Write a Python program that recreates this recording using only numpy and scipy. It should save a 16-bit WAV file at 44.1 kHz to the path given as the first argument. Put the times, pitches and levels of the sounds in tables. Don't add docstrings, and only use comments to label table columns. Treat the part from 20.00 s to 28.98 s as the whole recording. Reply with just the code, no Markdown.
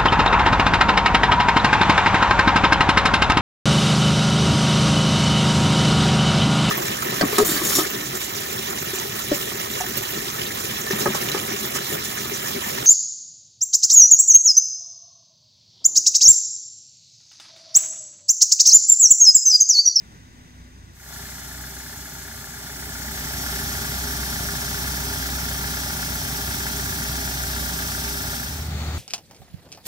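import sys
import numpy as np
from scipy import signal
from scipy.fft import rfft, irfft, next_fast_len
from scipy.io import wavfile
from scipy.ndimage import map_coordinates

SR = 44100
rng = np.random.default_rng(int(sys.argv[2]) if len(sys.argv) > 2 else 0)


def decibels_to_gain(level_db):
    exponent = np.asarray(level_db, float) / 20
    return 10 ** exponent


def digitize_waveform(pressure):
    field = np.atleast_2d(pressure).T
    bounded = np.clip(field, -1, 1)
    quanta = np.round(bounded * 32767).astype(np.int16)
    wavfile.write(sys.argv[1], SR, quanta)


N = 396018
SIZE = next_fast_len(N + SR // 4)
TIME, HZ = np.arange(N) / SR, np.maximum(np.arange(SIZE // 2 + 1) * SR / SIZE, 1)

CYCLE_HZ, SIDE_CYCLE_HZ = 7.8006, 11.347
FIRST_FADE_S, SECOND_FADE_S = (0.9, 1.156), (8.35, 8.78)

# [t/s into the cycle, level/dB]
PUMP_FIRINGS = [
    (.003, 3.5),
    (.035, 0),
    (.067, 1),
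    (.099, 2.5),
]
# [t/s into the cycle, level/dB]
SIDE_BLOWS = [
    (.004, -3),
    (.049, -0.5),
]


def ramp(start_s, end_s):
    return np.clip((TIME - start_s) / (end_s - start_s), 0, 1)


def at_hz(points):
    hz, db = np.array(points)[:, :2].T
    return np.interp(np.log(HZ), np.log(hz), db)


def drift(rate):
    r = np.exp(-80 * np.pi * rate / SR)
    slow = signal.lfilter([1], [1, -2 * r, r * r], rng.standard_normal(N // 40 + 2002))[2000:]
    return np.interp(np.arange(N) / 40, np.arange(len(slow)), slow / slow.std())


def late(x, lag_ms):
    return map_coordinates(x, [np.arange(N) - lag_ms * SR / 1000], order=3, mode="nearest")


def port_noise(left_db, right_db, alike, lag_ms):
    common, *own = rng.standard_normal((3, N)) * np.sqrt(SR / 2)
    share = np.clip(at_hz(alike), 0, 1)
    shared_part = np.sqrt(share) * rfft([late(common, lag_ms), common], SIZE)
    own_part = np.sqrt(1 - share) * rfft(own, SIZE)
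    return (shared_part + own_part) * decibels_to_gain(np.array([left_db, right_db]))


def ridges(rows, depth):
    lift_db = sum(db * np.exp(-2.8 * ((HZ - hz) / width) ** 2) for hz, width, db in rows)
    return depth * (lift_db - 1.2 * (HZ > 4000) * (HZ < 12500))


def tones(rows, base_hz, wobble_db, wander, locked=1e9, pulse_s=0, turn=0, clock=TIME):
    out = 0
    sway = [drift(4.3) for _ in range(min(7, len(rows) + 1))]
    swell = np.sqrt(2) * decibels_to_gain(wobble_db * np.array(sway))
    for i, (multiple, db) in enumerate(rows):
        start = turn if multiple % locked == 0 else rng.random()
        phase = 2 * np.pi * (multiple * base_hz * (clock - pulse_s) + start) + wander * sway[i % len(sway)]
        out = out + decibels_to_gain(db) * swell[(3 * i + 1) % len(sway)] * np.cos(phase)
    return out


def park_shot():
    # [f/Hz, level/dB per Hz]
    park_left = [(25, -70), (181, -75), (298, -78.5), (556, -90.5), (1980, -86), (2260, -91.5), (4220, -95),
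                 (5010, -93), (5700, -95), (7390, -97), (8590, -110.3), (9360, -104.4), (13800, -115.6),
                 (15700, -114.7)]
    park_right = [(25, -79), (129, -70.5), (292, -80.5), (522, -92), (1260, -88), (3710, -97),
                  (4600, -102.3), (5460, -97), (5950, -87.5), (7390, -99.8), (8050, -94.5), (10400, -107.7),
                  (12700, -101.9), (15700, -109.7)]
    # [f/Hz, common share 0-1]
    park_alike = [(250, .9), (700, .3), (1300, .85), (2200, .65), (3000, .6), (3500, .3), (4000, .55),
                  (4600, .3), (6000, .6), (10000, .75), (12000, .4), (15000, .35)]
    # [f/Hz, width/Hz, level/dB]
    park_ridges = [(1310, 110, -6), (1980, 120, 3), (3700, 250, 4), (4930, 150, 6), (6460, 120, 4),
                   (6990, 80, 5), (8050, 250, 5)]
    # [f/Hz, level/dB rms]
    far_tones = [(62.4, -51.5), (93.6, -55), (163.8, -69), (248.5, -56)]
    # [t/s, half width/s, level/dB]
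    rumble_swells = [
        (.22, .09, 2.5),
        (.62, .07, 6),
        (.83, 0.12, 7.5),
    ]

    lift_db = ridges(park_ridges, depth=0.95)
    air = port_noise(at_hz(park_left) + lift_db, at_hz(park_right) + lift_db, park_alike, lag_ms=0.45)
    air = irfft(air, SIZE)[:, :N] * decibels_to_gain(.4 * drift(5))

    swell_db = -4 + sum(db * np.exp(-((TIME - s) / width) ** 2) for s, width, db in rumble_swells)
    hum = decibels_to_gain(swell_db) * tones(far_tones[:-1], base_hz=0.98, wobble_db=-1.0, wander=0.26)
    start_s, end_s, edge_s = 0.21, .72, .05
    on = ramp(start_s - edge_s, start_s) - ramp(end_s, end_s + edge_s)
    hum = hum + on * tones(far_tones[-1:], base_hz=1, wobble_db=.8, wander=0.2)
    return (1 - ramp(*FIRST_FADE_S)) * (air + hum)


def street_shot():
    # [f/Hz, level/dB per Hz]
    street_left = [(25, -38), (126, -47), (511, -74), (803, -68.5), (996, -76), (1240, -70), (2800, -78),
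                   (3790, -73), (4700, -85), (6780, -75.5), (8230, -84.5), (10900, -92.5), (14700, -83),
                   (15700, -95)]
    street_right = [(25, -48), (129, -49), (500, -76), (752, -71), (996, -76.5), (2360, -75.5), (2860, -86),
                    (4400, -72), (7550, -100), (8400, -97), (9990, -93), (12100, -90), (13200, -99),
                    (15700, -99)]
    # [f/Hz, common share 0-1]
    street_alike = [(250, 1), (900, 0.84), (1600, 0.54), (2500, 0.29), (15000, 0.32)]
    # [multiple of the cycle, level/dB rms]
    idle_tones = [(4, -53), (5, -30.5), (6, -43), (7, -41), (8, -43), (9, -44), (10, -41), (12, -52),
                  (16, -62)]

    boom_db = -15 / (1 + (HZ / 170) ** 4) - 14 / (1 + (HZ / 55) ** 4)
    left_db, right_db = at_hz(street_left[:-1]) + boom_db, at_hz(street_right[:-1]) + boom_db
    air = port_noise(left_db, right_db, street_alike, lag_ms=-0.11)
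    air = irfft(air, SIZE)[:, :N] * decibels_to_gain(0.71 * drift(7.9))
    note = tones(idle_tones, base_hz=15.25, wobble_db=1.3, wander=.5, locked=1, pulse_s=.0328, turn=-.04)
    return ramp(*SECOND_FADE_S) * decibels_to_gain(1.1) * (air + note)


def sooner():
    return 1.35 / 343 * ramp(2.8, 3.8)


def microphone_turn():
    start_s, end_s = 2.3, 3.6
    creep = .07 * np.maximum(TIME - end_s, 0)
    return np.clip(.03 + .7 * ramp(start_s, end_s) + creep, 0, 1)


def port_lag_ms(turned):
    return 0.081 + .12 * turned


def blows(firings, cycle_hz, spread_db, jitter_s):
    starts = np.arange(int(N / SR * cycle_hz) - 1)[:, None] / cycle_hz
    into, db = np.transpose(firings)
    at = starts + into + jitter_s * rng.standard_normal((len(starts), len(into)))
    at = at - np.interp(at, TIME, sooner())
    clicks = np.full(N, 1e-18)
    clicks[np.clip(at * SR, 0, N - 1).astype(int)] = decibels_to_gain(db + spread_db * rng.standard_normal(at.shape))
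    return clicks


def puffs(firings, cycle_hz, depth, decay_s):
    r = np.exp(-1 / (decay_s * SR))
    decays = signal.lfilter([1], [1, -r], blows(firings, cycle_hz, spread_db=1, jitter_s=0.00027))
    gate = 1 + depth * signal.lfilter([.02], [1, -.98], decays)
    return gate / np.sqrt(np.mean(gate ** 2))


def in_bands(spectra, patchy_db, gates=()):
    out, together = 0, drift(1.1)
    for hz in 62.5 * 2. ** np.arange(9):
        octaves = np.clip(np.log2(np.clip(HZ, 62.5, 16000) / hz), -1, 1)
        gain = decibels_to_gain(patchy_db * (0.22 * together + drift(24)))
        for low, high, gate in gates:
            if low <= hz <= high:
                gain = gain * gate
        out = out + gain * irfft(spectra * np.cos(np.pi / 2 * octaves) ** 2, SIZE)[:, :N]
    return out


def scatter(count, level_db, longest_ms):
    paths = np.zeros((2, SIZE))
    for port in paths:
        delays = rng.integers(30, int(longest_ms * SR / 1000), count)
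        port[delays] = decibels_to_gain(level_db) * rng.choice([-1, 1], count)
    bright = HZ ** 2 / (HZ ** 2 + 2500 ** 2)
    return (1 + bright * rfft(paths)) / np.sqrt(1 + bright ** 2 * count * decibels_to_gain(2 * level_db))


def tangle():
    knot_hz = 90
    knots = rng.standard_normal(int(SR / 2 / knot_hz) + 2)
    wander = map_coordinates(knots, [HZ / knot_hz], order=3)
    phase_rad = 1.3 * wander / (1 + (2700 / HZ) ** 8)
    return np.exp(1j * phase_rad * np.array([[1], [0]]))


def echoes():
    # [t/ms, left level/dB, right level/dB]
    reflections = [
        (3.8, -11, -9),
        (13., -7, -7),
    ]
    ms, *db = np.transpose(reflections)
    gain = decibels_to_gain(np.array(db))
    delays_s = ms[:, None] * np.array([[[1.03]], [[.97]]]) / 1000
    reflected = (gain[..., None] * np.exp(-2j * np.pi * HZ * delays_s)).sum(axis=1)
    comb = 1 - reflected * HZ / (HZ + 600)
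    return comb / np.sqrt(1 + (gain ** 2).sum(axis=1, keepdims=True))


def machine_roar(lag_ms):
    # [f/Hz, level/dB per Hz]
    roar_low = [(20, -84), (62, -60), (109, -62.5), (139, -64.5), (181, -63), (256, -63), (294, -64.5),
                (318, -74.5), (330, -78), (405, -63.5), (450, -81), (498, -83.5), (572, -75.5),
                (620, -71.3)]
    # [f/Hz, level/dB per Hz]
    roar_left = [(500, -77.0), (689, -69), (878, -67.5), (1050, -76), (1150, -67.5), (1270, -70),
                 (1720, -66), (2050, -69)]
    roar_right = [(500, -77.2), (854, -67.5), (1050, -75), (1310, -73), (1430, -62), (1550, -75),
                  (1740, -72), (1800, -77), (2010, -66)]
    # [f/Hz, level/dB per Hz]
    hiss_left = [(2300, -72), (2850, -73), (3400, -67.5), (4700, -70.5), (6200, -69.5), (7800, -71),
                 (8600, -76), (9400, -77.5), (10000, -75.5), (11200, -72.3), (12200, -74), (13200, -77.7),
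                 (14000, -73), (15700, -72)]
    hiss_right = [(2300, -73), (3500, -76.5), (4000, -74.5), (4700, -69), (5700, -66), (6300, -70),
                  (7300, -76), (7800, -69), (9400, -73.5), (10300, -77), (12200, -68), (13200, -72.5),
                  (14300, -73), (15200, -69), (15700, -71)]
    # [f/Hz, width/Hz, level/dB]
    ridges_left = [(4392, 106, 4), (4823, 252, 2.5), (5340, 199, 6.5), (5813, 162, 2.5), (6395, 220, 5.5),
                   (6761, 149, 4), (7881, 74, 4), (8031, 94, 5), (8204, 82, 4), (8914, 169, 3.5),
                   (10120, 159, 4.5), (10658, 114, 3.5), (11089, 425, 4), (11800, 183, 4.5)]
    ridges_right = [(4242, 225, 4.5), (4521, 80, 4.5), (5103, 90, 4.5), (5361, 128, 4), (5620, 92, 5),
                    (5813, 175, 4), (6416, 156, 5), (7708, 100, 5), (8699, 301, 3), (9173, 164, 5),
                    (9453, 94, 4), (10034, 349, 3.5), (11714, 101, 5), (12187, 375, 3)]
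    # [f/Hz, common share 0-1]
    pump_alike = [(60, .85), (150, .96), (300, .9), (500, .78), (900, .93), (1080, .6), (1250, .9),
                  (1800, .96), (2300, .6), (3500, .5), (5400, .82), (7300, .62), (9000, .74), (15000, .68)]

    left_db = at_hz(roar_low[:-1] + roar_left[1:] + hiss_left) + ridges(ridges_left, depth=1.1)
    right_db = at_hz(roar_low[:-1] + roar_right[1:] + hiss_right) + ridges(ridges_right, depth=1.1)
    throb = 1 + 0.14 * np.cos(4 * np.pi * SIDE_CYCLE_HZ * (TIME + sooner() - .032))
    pump_puffs = puffs(PUMP_FIRINGS, CYCLE_HZ, depth=0.76, decay_s=0.027)
    side_puffs = puffs(SIDE_BLOWS, SIDE_CYCLE_HZ, depth=0.28, decay_s=0.0018)
    gates = [(1500, 2500, pump_puffs), (400, 1200, side_puffs), (7000, 17000, throb)]
    clutter = scatter(count=14, level_db=-17, longest_ms=14)
    spectra = port_noise(left_db, right_db, pump_alike, lag_ms) * clutter * tangle()
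    return in_bands(spectra, 0.44, gates)


def knocks(modes, firings, cycle_hz, spread_s):
    out = 0
    for hz, db, t60 in modes:
        r, w = decibels_to_gain(-60 / (t60 * SR)), 2 * np.pi * hz / SR
        clicks = blows(firings, cycle_hz, spread_db=1.6, jitter_s=.0001)
        clicks = np.roll(clicks, int(spread_s * SR * rng.random()))
        out = out + decibels_to_gain(db) * signal.lfilter([0, np.sin(w)], [1, -2 * r * np.cos(w), r * r], clicks)
    return out


def combustion_knock(lag_ms):
    # [f/Hz, level/dB, t60/s]
    pump_block = [(1435, -33.5, .06), (1530, -39, .05), (1624, -35, .08), (1693, -37, .07),
                  (1750, -34.5, .05), (2010, -41, .04), (2330, -42, .02)]
    # [f/Hz, level/dB, t60/s]
    side_block = [(613, -40.5, .1), (692, -41, .09), (783, -39.5, .12), (851, -39, .09), (1178, -43, .08)]
    knock = knocks(pump_block, PUMP_FIRINGS, CYCLE_HZ, spread_s=.003)
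    knock = knock + knocks(side_block, SIDE_BLOWS, SIDE_CYCLE_HZ, spread_s=.0003)
    ports = [late(knock, lag_ms) * decibels_to_gain(0.5), knock * decibels_to_gain(-2.0)]
    return irfft(rfft(ports, SIZE) * echoes(), SIZE)[:, :N]


def before_turn(after):
    # [f/Hz, level/dB]
    before_left = [(400, -1), (2500, -1.5), (4000, -2), (6200, 0), (7200, 4.5), (8600, -1.5), (9500, 2.5),
                   (10200, 0), (12200, -2), (13500, 0), (15400, -2)]
    before_right = [(400, -1), (2000, 0), (2900, -3.5), (4000, 1.5), (5400, -3), (6200, -5.5), (7400, 2.5),
                    (9400, -3), (11200, 1), (14000, 0), (15400, -2)]
    moved = scatter(count=8, level_db=-17, longest_ms=8)
    colour = decibels_to_gain(np.array([at_hz(before_left), at_hz(before_right)]))
    return irfft(rfft(after, SIZE) * moved * colour, SIZE)[:, :N]


def exhaust_hum():
    # [multiple of the cycle, level/dB rms]
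    exhaust_tones = [(4, -62.6), (8, -35.9), (12, -48.4), (16, -47.1), (17, -54.4), (18, -57.4),
                     (19, -50.6), (20, -53.1), (21, -46.3), (24, -54.6), (26, -57.5), (27, -58.2),
                     (28, -58.5), (32, -49.2), (33, -56.2), (37, -59.0), (38, -56.7), (43, -67.0),
                     (47, -58.5), (48, -61.0), (51, -61.3), (52, -56.3)]
    # [multiple of the
    # cycle, level/dB rms]
    side_tones = [(8, -48.5), (12.05, -46), (20, -51.6)]
    clock = TIME + sooner()
    hum = tones(exhaust_tones, CYCLE_HZ, 1.2, .12, locked=4, pulse_s=-.0108, turn=-.3, clock=clock)
    return hum + tones(side_tones, SIDE_CYCLE_HZ, wobble_db=1.5, wander=.25, clock=clock)


def pump_shot():
    turned = microphone_turn()
    lag_ms = port_lag_ms(turned)
    after = machine_roar(lag_ms) + combustion_knock(lag_ms)
    before = before_turn(after)
    sag = decibels_to_gain(-1.4 * ramp(8, 8.5))
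    noise = sag * (before + turned * (after - before))
    hum = exhaust_hum() * decibels_to_gain(-1.5 + 1.3 * turned)
    hum = hum * decibels_to_gain(np.array([[-.2], [.2]]))
    fade = ramp(*FIRST_FADE_S) ** 1.24 - ramp(*SECOND_FADE_S) ** 1.16
    level_db = 0.5 + 8.5 * (ramp(2.51, 3.47) - 1)
    return fade * decibels_to_gain(level_db) * (noise + hum)


def scene():
    return park_shot() + street_shot() + pump_shot()


def band_limit(x):
    return signal.sosfilt(signal.butter(12, 16650, fs=SR, output="sos"), x)


def record(dry):
    response = (HZ < 15740) / np.sqrt(1 + (22 / HZ) ** 4)
    mix = irfft(rfft(dry, SIZE) * response, SIZE)[:, :N]
    return band_limit(mix)


dry = scene()
out = record(dry)
digitize_waveform(out)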